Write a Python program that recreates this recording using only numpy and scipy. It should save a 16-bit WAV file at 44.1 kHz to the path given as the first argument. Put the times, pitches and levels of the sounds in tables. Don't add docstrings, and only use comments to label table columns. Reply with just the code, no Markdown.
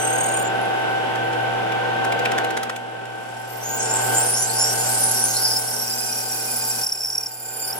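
import sys
import numpy as np
from scipy import signal
from scipy.fft import rfft, irfft, next_fast_len
from scipy.io import wavfile

SR = 44100
rng = np.random.default_rng(int(sys.argv[2]) if len(sys.argv) > 2 else 0)


def digitize_waveform(pressure):
    field = np.atleast_2d(pressure).T
    bounded = np.clip(field, -1, 1)
    quanta = np.round(bounded * 32767).astype(np.int16)
    wavfile.write(sys.argv[1], SR, quanta)


N = 343531
TIME = np.arange(N) / SR

# time in seconds, relative level in dB.
CUT_LEVEL = [(0, -37.5), (.41, -42), (.5, -44), (3.0, -50.5), (3.3, -43), (3.6, -38), (3.85, -29.5),
             (4.15, -25), (4.6, -24.5), (5.0, -21), (5.45, -24), (5.62, -26.5), (6.05, -26.5), (6.4, -26.5),
             (6.838, -25), (6.856, -34), (7.15, -36), (7.32, -41), (7.79, -33.5)]
# frequency in Hz, relative density in dB.
CUT_SPECTRUM = [(1500, -11), (2800, -14), (3900, -2), (4700, 6.5), (5600, 8), (6500, 2), (7400, 8),
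                (8700, 5.5), (10200, 14), (12000, 8.5), (13500, 6.5), (16000, -7)]
# time in seconds, grabs per second.
GRAB_RATE = [(0, 37.7), (3.0, 37.7), (5.0, 35.9), (7.79, 35.9)]


def chip_squeals(count=170, first_s=3.9, last_s=5.8, low_hz=5600, high_hz=12800, gain_db=-1.5):
    # start and length in seconds, mid pitch in Hz, rise in octaves per second,
    # relative level in dB, rasp from 0 to 1.
    squeals = [(3.47, 0.21, 12370, 0.93, -39.5, 0.4), (3.6, .09, 6080, 2.6, -37.5, 1),
               (3.633, 0.17, 6790, 0.5, -28.5, 1), (3.79, 0.15, 5600, 0, -35.5, 1),
               (3.65, 0.16, 14700, 1.7, -36, .7), (3.757, .13, 8170, 2.2, -29, .9),
               (3.776, 0.12, 6870, 2, -27, .9), (3.881, 0.16, 7700, 2.2, -23.5, .8),
               (3.947, 0.23, 7610, 1.25, -28, 1), (4.02, 0.21, 14500, .9, -34, .8),
               (4.131, .11, 7200, 1.2, -21, 0.44), (4.144, 0.17, 8950, 2.2, -23, 0.6),
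               (4.244, 0.21, 9640, 1.9, -23.5, 0.6), (4.332, 0.14, 5830, 2, -26, 0.8),
               (4.349, .18, 7350, 2.1, -26, 1), (4.477, 0.13, 4700, 2.3, -33, 1),
               (4.528, .12, 10050, 1, -22, 0.7), (4.574, .18, 5590, .8, -24, 0.75),
               (4.575, 0.14, 7300, 1.1, -23.5, 0.9), (4.691, 0.13, 9000, 1.3, -30.5, 1),
               (4.769, 0.24, 7670, 1.6, -26.5, .9), (4.878, 0.17, 9340, .6, -27, 1),
               (4.986, 0.13, 9680, 2, -21.5, 0.7), (5.062, .16, 11250, 0.92, -27, .5),
               (5.069, 0.13, 8100, 1.3, -34, .9), (5.132, 0.25, 6080, 1.7, -27.5, 0.6),
               (5.165, 0.23, 9870, 1.6, -27.5, .9), (5.314, 0.24, 10200, 0.42, -25.5, 1),
               (5.329, 0.13, 4500, 2, -30, 1), (5.343, 0.15, 5330, 0, -28, 1),
               (5.34, .17, 14400, 0, -39, 1), (5.44, 0.19, 14900, 1, -38, 1), (5.46, .12, 12300, 2, -37, 1),
               (5.419, 0.18, 5060, 0.4, -22.5, 0.95), (5.551, 0.19, 10000, 1.6, -32.5, 1),
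               (5.6, .13, 13300, 2, -36, 1), (5.694, 0.16, 10870, 1.5, -29.5, 1)]
    when, where = rng.random((count, 2)).T
    starts = first_s + (last_s - first_s) * (np.arange(count) + when) / count
    pitches = low_hz * (high_hz / low_hz) ** where
    levels = np.interp(starts, *np.transpose(CUT_LEVEL)) - 19.5
    motion = dict(throb=.18, lift=.006, stumble=.008, grabs=grab_throb(1), rough_db=2.4)
    loud = sum(squeal(s, s + length, hz, rise, db + gain_db, rasp, **motion)
               for s, length, hz, rise, db, rasp in squeals)
    crowd = sum(squeal(s, s + .085, hz, rise_oct_per_s=1.696, db=db, rasp=.85, **motion)
                for s, hz, db in zip(starts, pitches, levels))
    return loud + colour(crowd, CUT_SPECTRUM)


def chip_hiss(gain_db=-1, grain_db=1.5, sputter_db=1.5, split_hz=9500, mouth_db=-10.5, bottom_db=1):
    # time in seconds, depth of the drill as a share of the hole.
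    drill_depth = [(0, 0.68), (1.0, 0.27), (3.4, 0.054), (5.5, 0.28), (7.79, 1)]
    depth, = in_time(drill_depth)
    hiss_db, = in_time(CUT_LEVEL)
    fine_db = mouth_db + depth * (bottom_db - mouth_db) + sputter_db * wander(25)
    clumps = [rng.standard_normal((2, N)) * amp(grain_db * wander(500)) for _ in range(2)]
    coarse, fine = [rms_one(colour(clump, CUT_SPECTRUM)) for clump in clumps]
    coarse = colour(coarse, [(.88 * split_hz, 0), (split_hz, -3), (1.12 * split_hz, -30)])
    fine = colour(fine, [(.88 * split_hz, -30), (split_hz, -3), (1.12 * split_hz, 0)])
    return amp(hiss_db + gain_db) * grab_throb(.13) * (coarse + amp(fine_db) * fine)


def drill_whistle(jitter=.003, rough_db=4):
    # time in seconds, fundamental in Hz.
    pitch_curve = [(5.8, 2523), (6.1, 2470), (6.5, 2445), (6.85, 2471), (7.2, 2443), (7.72, 2413)]
    # time in seconds, guide levels in dB for the third and the fourth partial.
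    guide_levels = [(5.85, -39, -30.5), (6.1, -41, -31), (6.4, -40.5, -32), (6.65, -34, -33.5),
                    (6.83, -44, -27.5), (6.88, -45, -37), (7.3, -47.5, -42), (7.5, -35.5, -45),
                    (7.72, -40.5, -28.5)]
    # harmonic number, offset in dB, share that follows the fourth's guide, not the third's.
    partials = [(1, -10.5, 0.6), (2, -3, 0.7), (3, 3.8, 0.06), (4, 2, 0.62), (5, -3.3, 0.75),
                (6, -5.5, 0.4)]
    pitch, = in_time(pitch_curve)
    third_db, fourth_db = in_time(guide_levels)
    phase = phase_of(pitch * (1 + jitter * wander(350)))
    out = 0
    for harmonic, db, share in partials:
        tone = friction(harmonic * phase, rasp=.27)
        rough_tone = rms_one(amp(rough_db * wander(60)) * tone)
        out += amp(db + third_db + share * (fourth_db - third_db)) * rough_tone
    return out * grab_throb(.25) * gate(TIME, 5.82, 7.74, fade_s=.054)


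def grab_chirps():
    # time in seconds, relative peak in dB, pitch in Hz.
    grabs = [(6.1055, -27, 5800), (6.1305, -25, 5810), (6.3205, -24, 5660), (6.7136, -19, 5680),
             (6.788, -22, 5680), (6.8144, -22, 5650), (6.8354, -16, 5420), (6.8423, -18, 5640),
             (6.8663, -13.5, 5510), (6.8914, -18.5, 5550), (6.9227, -14, 5490), (6.9491, -25, 5480),
             (6.9753, -23, 5340), (7.006, -19, 5340), (7.0166, -22, 5340), (7.0335, -19, 5460),
             (7.0456, -15.5, 5440), (7.0574, -19, 5350), (7.0714, -22, 5460), (7.0834, -22, 5460),
             (7.1004, -19.5, 5430), (7.1224, -21, 5550), (7.1284, -20, 5550), (7.1526, -15, 5500),
             (7.1793, -13, 5590), (7.2075, -22, 5600), (7.233, -19.5, 5430), (7.2606, -20, 5540),
             (7.2654, -24, 5410), (7.6774, -27, 5370), (7.7034, -21, 4930), (7.7288, -20, 5380)]
    return chirps(grabs, width_s=.0022, delay_s=.0019, gain_db=-3.7, octave_db=-15, rasp=.2)


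def chip_squeaks():
    # time in seconds, relative peak in dB, pitch in Hz.
    squeaks = [(.028, -24, 9970), (.6138, -34, 10400), (.6317, -36, 11000), (.6557, -33, 9880),
               (4.171, -10, 7330), (4.191, -16, 7300), (4.298, -14, 9300), (4.3056, -12, 9900),
               (5.1133, -8.5, 11050), (5.2395, -9.5, 9900), (5.2425, -9, 9840), (7.755, -22, 12900),
               (7.78, -20, 10360)]
    return chirps(squeaks, width_s=.0016, delay_s=.0015, gain_db=-5, octave_db=-40, rasp=.2)


def drill_chatter(ring_hz=5610, spread=.022, uneven_db=1.5):
    # start and end in seconds, relative peak in dB.
    runs = [(5.684, 6.24, -23), (6.302, 6.55, -28), (6.556, 6.8, -28.5), (6.998, 7.15, -29),
            (7.28, 7.34, -40), (7.643, 7.78, -41)]
    grabs = []
    for start, end, db in runs:
        period_s = 1 / np.interp(start, *np.transpose(GRAB_RATE))
        for s in np.arange(start, end, period_s):
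            force, detune = rng.standard_normal(2)
            grabs.append((s, db + uneven_db * force, ring_hz * (1 + spread * detune)))
    return chirps(grabs, width_s=.0045, delay_s=.0019, gain_db=-5, octave_db=-15, rasp=.6)


def drill_withdrawal():
    # end in seconds, mid pitch in Hz, rise in octaves per second, level in dB,
    # rasp from 0 to 1, pitch lift per unit of grab.
    tones = [(.44, 8420, .19, -27, .35, .01), (.495, 6620, .42, -34, .6, .032),
             (.45, 13350, .36, -43, .75, .022)]
    motion = dict(throb=.7, stumble=.0054, grabs=grab_throb(.79), rough_db=3.4)
    return sum(squeal(-.012, end, hz, rise, db, rasp, lift=lift, **motion)
               for end, hz, rise, db, rasp, lift in tones)


def swarf_flicks(rise_s=.005, hold_s=.0055, fall_s=.0033, grain_db=3):
    # time in seconds, relative levels of snap and knock in dB, knock pitch in Hz.
    flicks = [(1.1554, -38, -28, 1400), (1.33, -45, -31, 1400), (1.72, -44, -28, 2400),
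              (2.046, -29.5, -23, 1500), (2.121, -31, -22, 2300), (2.191, -31, -27, 2000),
              (2.253, -33, -17, 2400), (2.3171, -30, -23, 1900), (2.381, -29, -17.5, 1500),
              (2.444, -31, -25, 2200), (2.504, -34, -27, 1700), (2.5695, -28, -22, 1650),
              (2.631, -27.5, -23.5, 1450), (2.695, -32.5, -19.5, 1450), (2.761, -31, -31, 2200),
              (3.053, -42, -41, 1600)]
    # frequency in Hz, relative density in dB.
    snap_spectrum = [(2500, -5), (4500, 0), (7000, -0.5), (10000, -4), (16000, -17)]
    grains = rng.standard_normal((2, N)) * amp(grain_db * wander(1500))
    snap, force = rms_one(colour(grains[0], snap_spectrum)), rms_one(grains[1])
    out = np.zeros(N)
    for s, snap_db, knock_db, hz in flicks:
        near = np.abs(TIME - s) < .05
        age = TIME[near] - s
        brush = np.clip(age / rise_s + .5, 0, 1) * np.exp(-np.maximum(age - hold_s, 0) / fall_s)
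        knock = resonance(brush * force[near], hz, width_hz=480)
        out[near] += amp(snap_db - 1.5) * brush * snap[near] + amp(knock_db - .5) * knock
    return out


def gear_whine(mesh_hz, whine_db, full_mesh_hz=775.3, flutter_hz=18, sway=.00094):
    # frequency at full speed in Hz, relative levels running free and drilling in dB,
    # phase lead of the left side in radians, flutter from 0 to 1.
    tones = [(259, -18, -20, 1.5, .6), (330.5, -7.5, -12, 2, .2), (388, -16, -12, .8, .8),
             (454, -17, -9, .6, .8), (478, -12, -20, 2, .7), (490.5, -10, -18, -.1, .45),
             (655.3, -5, -8, 2.8, .2), (700.5, -9.5, -10, .68, .3), (748, -9, -8, 1.4, .5),
             (775.3, 3, 2.5, 1.52, .12), (894.8, -6, -3, .1, .2), (1014, -15, -18, 1.5, .4),
             (1082, -18, -18, 1, .5), (1314, -14, -16, 1.5, .3), (1431, -16, -18, 1, .5),
             (1458, -18, -13, .5, .9), (1479, -14, -18, 2, .6), (1524, -7.5, -11, .83, .35),
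             (1551, -.5, -.3, 1.6, .2)]
    # time in seconds, feed from 0 (running free) to 1 (drilling).
    feed_curve = [(2.6, 0), (3.8, 1)]
    feed, = in_time(feed_curve)
    phase_per_hz = phase_of(mesh_hz / full_mesh_hz * (1 + sway * wander(24.99)))
    out = np.zeros((2, N))
    for hz, free_db, fed_db, lead, flutter in tones:
        load = rms_one(1 + flutter * complex_wander(flutter_hz))
        tone = amp(free_db + feed * (fed_db - free_db)) * load * np.exp(1j * hz * phase_per_hz)
        out += [tone.real, (tone * np.exp(-1j * lead)).real]
    return np.sqrt(2) * amp(whine_db) * out


def gear_rattle(mesh_hz, rattle_db, teeth=33, repeat=.38, ripple=.058):
    # frequency in Hz, relative density in dB.
    spectrum = [(25, -29), (100, -18), (190, -5), (300, -4.5), (470, 1), (720, 1.5), (1000, -4),
                (1350, -8.5), (1510, 0), (1720, -9), (2400, -10), (3000, -8), (4200, -22), (15000, -44.5)]
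    # frequency in Hz, side level over mid level in dB.
    width = [(60, 2), (110, 1.5), (200, 3), (380, 0.5), (700, 3.5), (1290, -2), (2380, 0.5), (4400, 0),
             (8120, 1), (15000, -3)]
    turn_samples = round(SR * teeth / np.mean(mesh_hz))
    turns = rng.standard_normal((2, N // turn_samples + 6, turn_samples))
    impacts = signal.lfilter([1], [1, -repeat], turns, axis=1).reshape(2, -1)[:, -N:]
    mid, side = impacts * (1 + ripple * np.sin(hum_phase()))
    side = colour(side, width)
    return amp(rattle_db) * rms_one(colour(np.array([mid + side, mid - side]), spectrum))


def motor_hum(hum_db, waver=.09, octave_waver=.98):
    # time in seconds, level of the octave relative to the hum in dB.
    octave_level = [(0, -14), (1.9, -23), (2.5, 1.5), (3.3, -17.5), (4.8, -11), (5.4, -6), (6.75, 1),
                    (7.0, -15)]
    octave_db, = in_time(octave_level)
    phase = hum_phase()
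    growl = rms_one(1 + octave_waver * complex_wander(22)) * np.exp(2j * phase)
    hum = np.sin(phase) * (1 + waver * wander(13))
    return np.sqrt(2) * amp(hum_db) * (hum + amp(octave_db) * growl.real)


def workshop(x, lead_rad=np.pi / 2, scatter_rad=.7, scatter_hz=70, room_db=-10, t60_s=.15):
    size = next_fast_len(N)
    place = np.fft.rfftfreq(size, 1 / SR) / scatter_hz
    knots = np.arange(int(place[-1]) + 2)
    twist = (lead_rad + scatter_rad * np.interp(place, knots, rng.standard_normal(len(knots)))) / 2
    direct = irfft(rfft(x, size) * np.exp(1j * np.array([twist, -twist])), size)[:, :N]
    t = TIME[:SR // 3]
    tail = rng.standard_normal((2, len(t))) * np.exp(-np.log(1000) * t / t60_s)
    tail /= np.linalg.norm(tail, axis=1, keepdims=True)
    return direct + amp(room_db) * signal.fftconvolve(x[None], tail, axes=1)[:, :N]


def squeal(start, end, hz, rise_oct_per_s, db, rasp, throb, lift, stumble, grabs, rough_db, rough_hz=130):
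    on = (TIME > start) & (TIME < end)
    t, grab = TIME[on], grabs[on] - 1
    glide_hz = hz * 2 ** (rise_oct_per_s * (t - (start + end) / 2))
    pitch = glide_hz * (1 + stumble * wander(rough_hz, len(t)) + lift * grab)
    grip = (1 + throb * grab) * amp(rough_db * wander(rough_hz, len(t)))
    tone = rms_one(grip * friction(phase_of(pitch), rasp))
    out = np.zeros(N)
    out[on] = amp(db) * tone * gate(t, start, end, fade_s=.024)
    return out


def chirps(rows, width_s, delay_s, gain_db, octave_db, rasp, jitter=.0098, rough_db=2):
    out = np.zeros(N)
    for s, db, hz in rows:
        near = np.abs(TIME - s) < .03
        age = TIME[near] - s - delay_s
        phase = phase_of(hz * (1 + jitter * wander(530, len(age))))
        swell = amp(db + gain_db + rough_db * wander(395, len(age))) / np.cosh(age / width_s)
        out[near] += swell * (friction(phase, rasp) + amp(octave_db) * friction(2 * phase, rasp=.45))
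    return out


def friction(phase, rasp):
    skirts = [(450, .85), (1600, .3)]
    slips = sum(strength * complex_wander(rate, len(phase)) for rate, strength in skirts)
    return rms_one(((1 - .7 * rasp + rasp * slips) * np.exp(1j * phase)).real)


def grab_throb(depth):
    grab_hz, = in_time(GRAB_RATE)
    return 1 + depth * np.cos(phase_of(grab_hz))


def hum_phase(hum_hz=120):
    return 2 * np.pi * hum_hz * TIME


def resonance(x, hz, width_hz):
    b, a = signal.iirpeak(hz, hz / width_hz, fs=SR)
    return signal.lfilter(b, a, x + 1e-18) * np.sqrt(SR / (np.pi * width_hz))


def colour(x, spectrum):
    hz, db = np.transpose(spectrum)
    size = next_fast_len(x.shape[-1])
    bins = np.maximum(np.fft.rfftfreq(size, 1 / SR), 1)
    gain = amp(np.interp(np.log(bins), np.log(hz), db))
    return irfft(rfft(x, size) * gain, size)[..., :x.shape[-1]]


def wander(rate, size=N):
    place = np.arange(size) * rate / SR
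    knots = signal.resample_poly(rng.standard_normal(int(place[-1]) + 12), 4, 1)
    return np.interp(4 * (place + 5), np.arange(len(knots)), knots)


def complex_wander(rate, size=N):
    return wander(rate, size) + 1j * wander(rate, size)


def phase_of(hz):
    return 2 * np.pi * np.cumsum(hz) / SR


def amp(db):
    return 10 ** (np.asarray(db) / 20)


def rms_one(x):
    return x / np.sqrt(np.mean(np.abs(x) ** 2) + 1e-20)


def in_time(rows):
    s, *columns = np.transpose(rows)
    return [np.interp(TIME, s, c) for c in columns]


def gate(t, start, end, fade_s):
    return np.clip(np.minimum(t - start, end - t) / fade_s, 0, 1)


def scene(pan_db=.35):
    # time in seconds, tooth-mesh frequency in Hz.
    gear_speed = [(0.0, 771.7), (0.24, 774.5), (2.17, 777.6), (4.88, 771.5), (7.72, 771.8), (7.79, 782)]
    # time in seconds, relative gear level in dB, hum level in dB.
    machine_levels = [(0, -32.5, -39), (1.08, -32.5, -40), (1.2, -33.5, -35.5), (2.35, -31.5, -39),
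                      (2.55, -35, -45.5), (2.79, -42, -46.5), (3.5, -43, -44.5), (3.78, -38, -41.5),
                      (3.95, -34, -38.5), (4.14, -32, -33.5), (4.38, -38.5, -40.5), (4.85, -36, -37),
                      (5.65, -41.5, -43.5), (6.05, -43, -46.5), (6.82, -43, -44.5), (6.87, -50, -55),
                      (7.36, -51.5, -52.5), (7.79, -42, -47.5)]
    mesh_hz, = in_time(gear_speed)
    gear_db, hum_db = in_time(machine_levels)
    machine = motor_hum(hum_db) + gear_whine(mesh_hz, gear_db + 2) + gear_rattle(mesh_hz, gear_db + 7)
    transients = grab_chirps() + chip_squeaks()
    singing = drill_chatter() + chip_squeals() + drill_whistle()
    cut = workshop(singing, room_db=-7, t60_s=.11)
    cut += workshop(drill_withdrawal() + swarf_flicks())
    cut += workshop(transients, lead_rad=.77)
    cut += chip_hiss()
    return machine + cut * amp([[-pan_db], [pan_db]])


def record(dry, cutoff_hz=15900):
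    return signal.sosfilt(signal.ellip(12, .1, 90, cutoff_hz, fs=SR, output="sos"), dry)


dry = scene()
out = record(dry)
digitize_waveform(out)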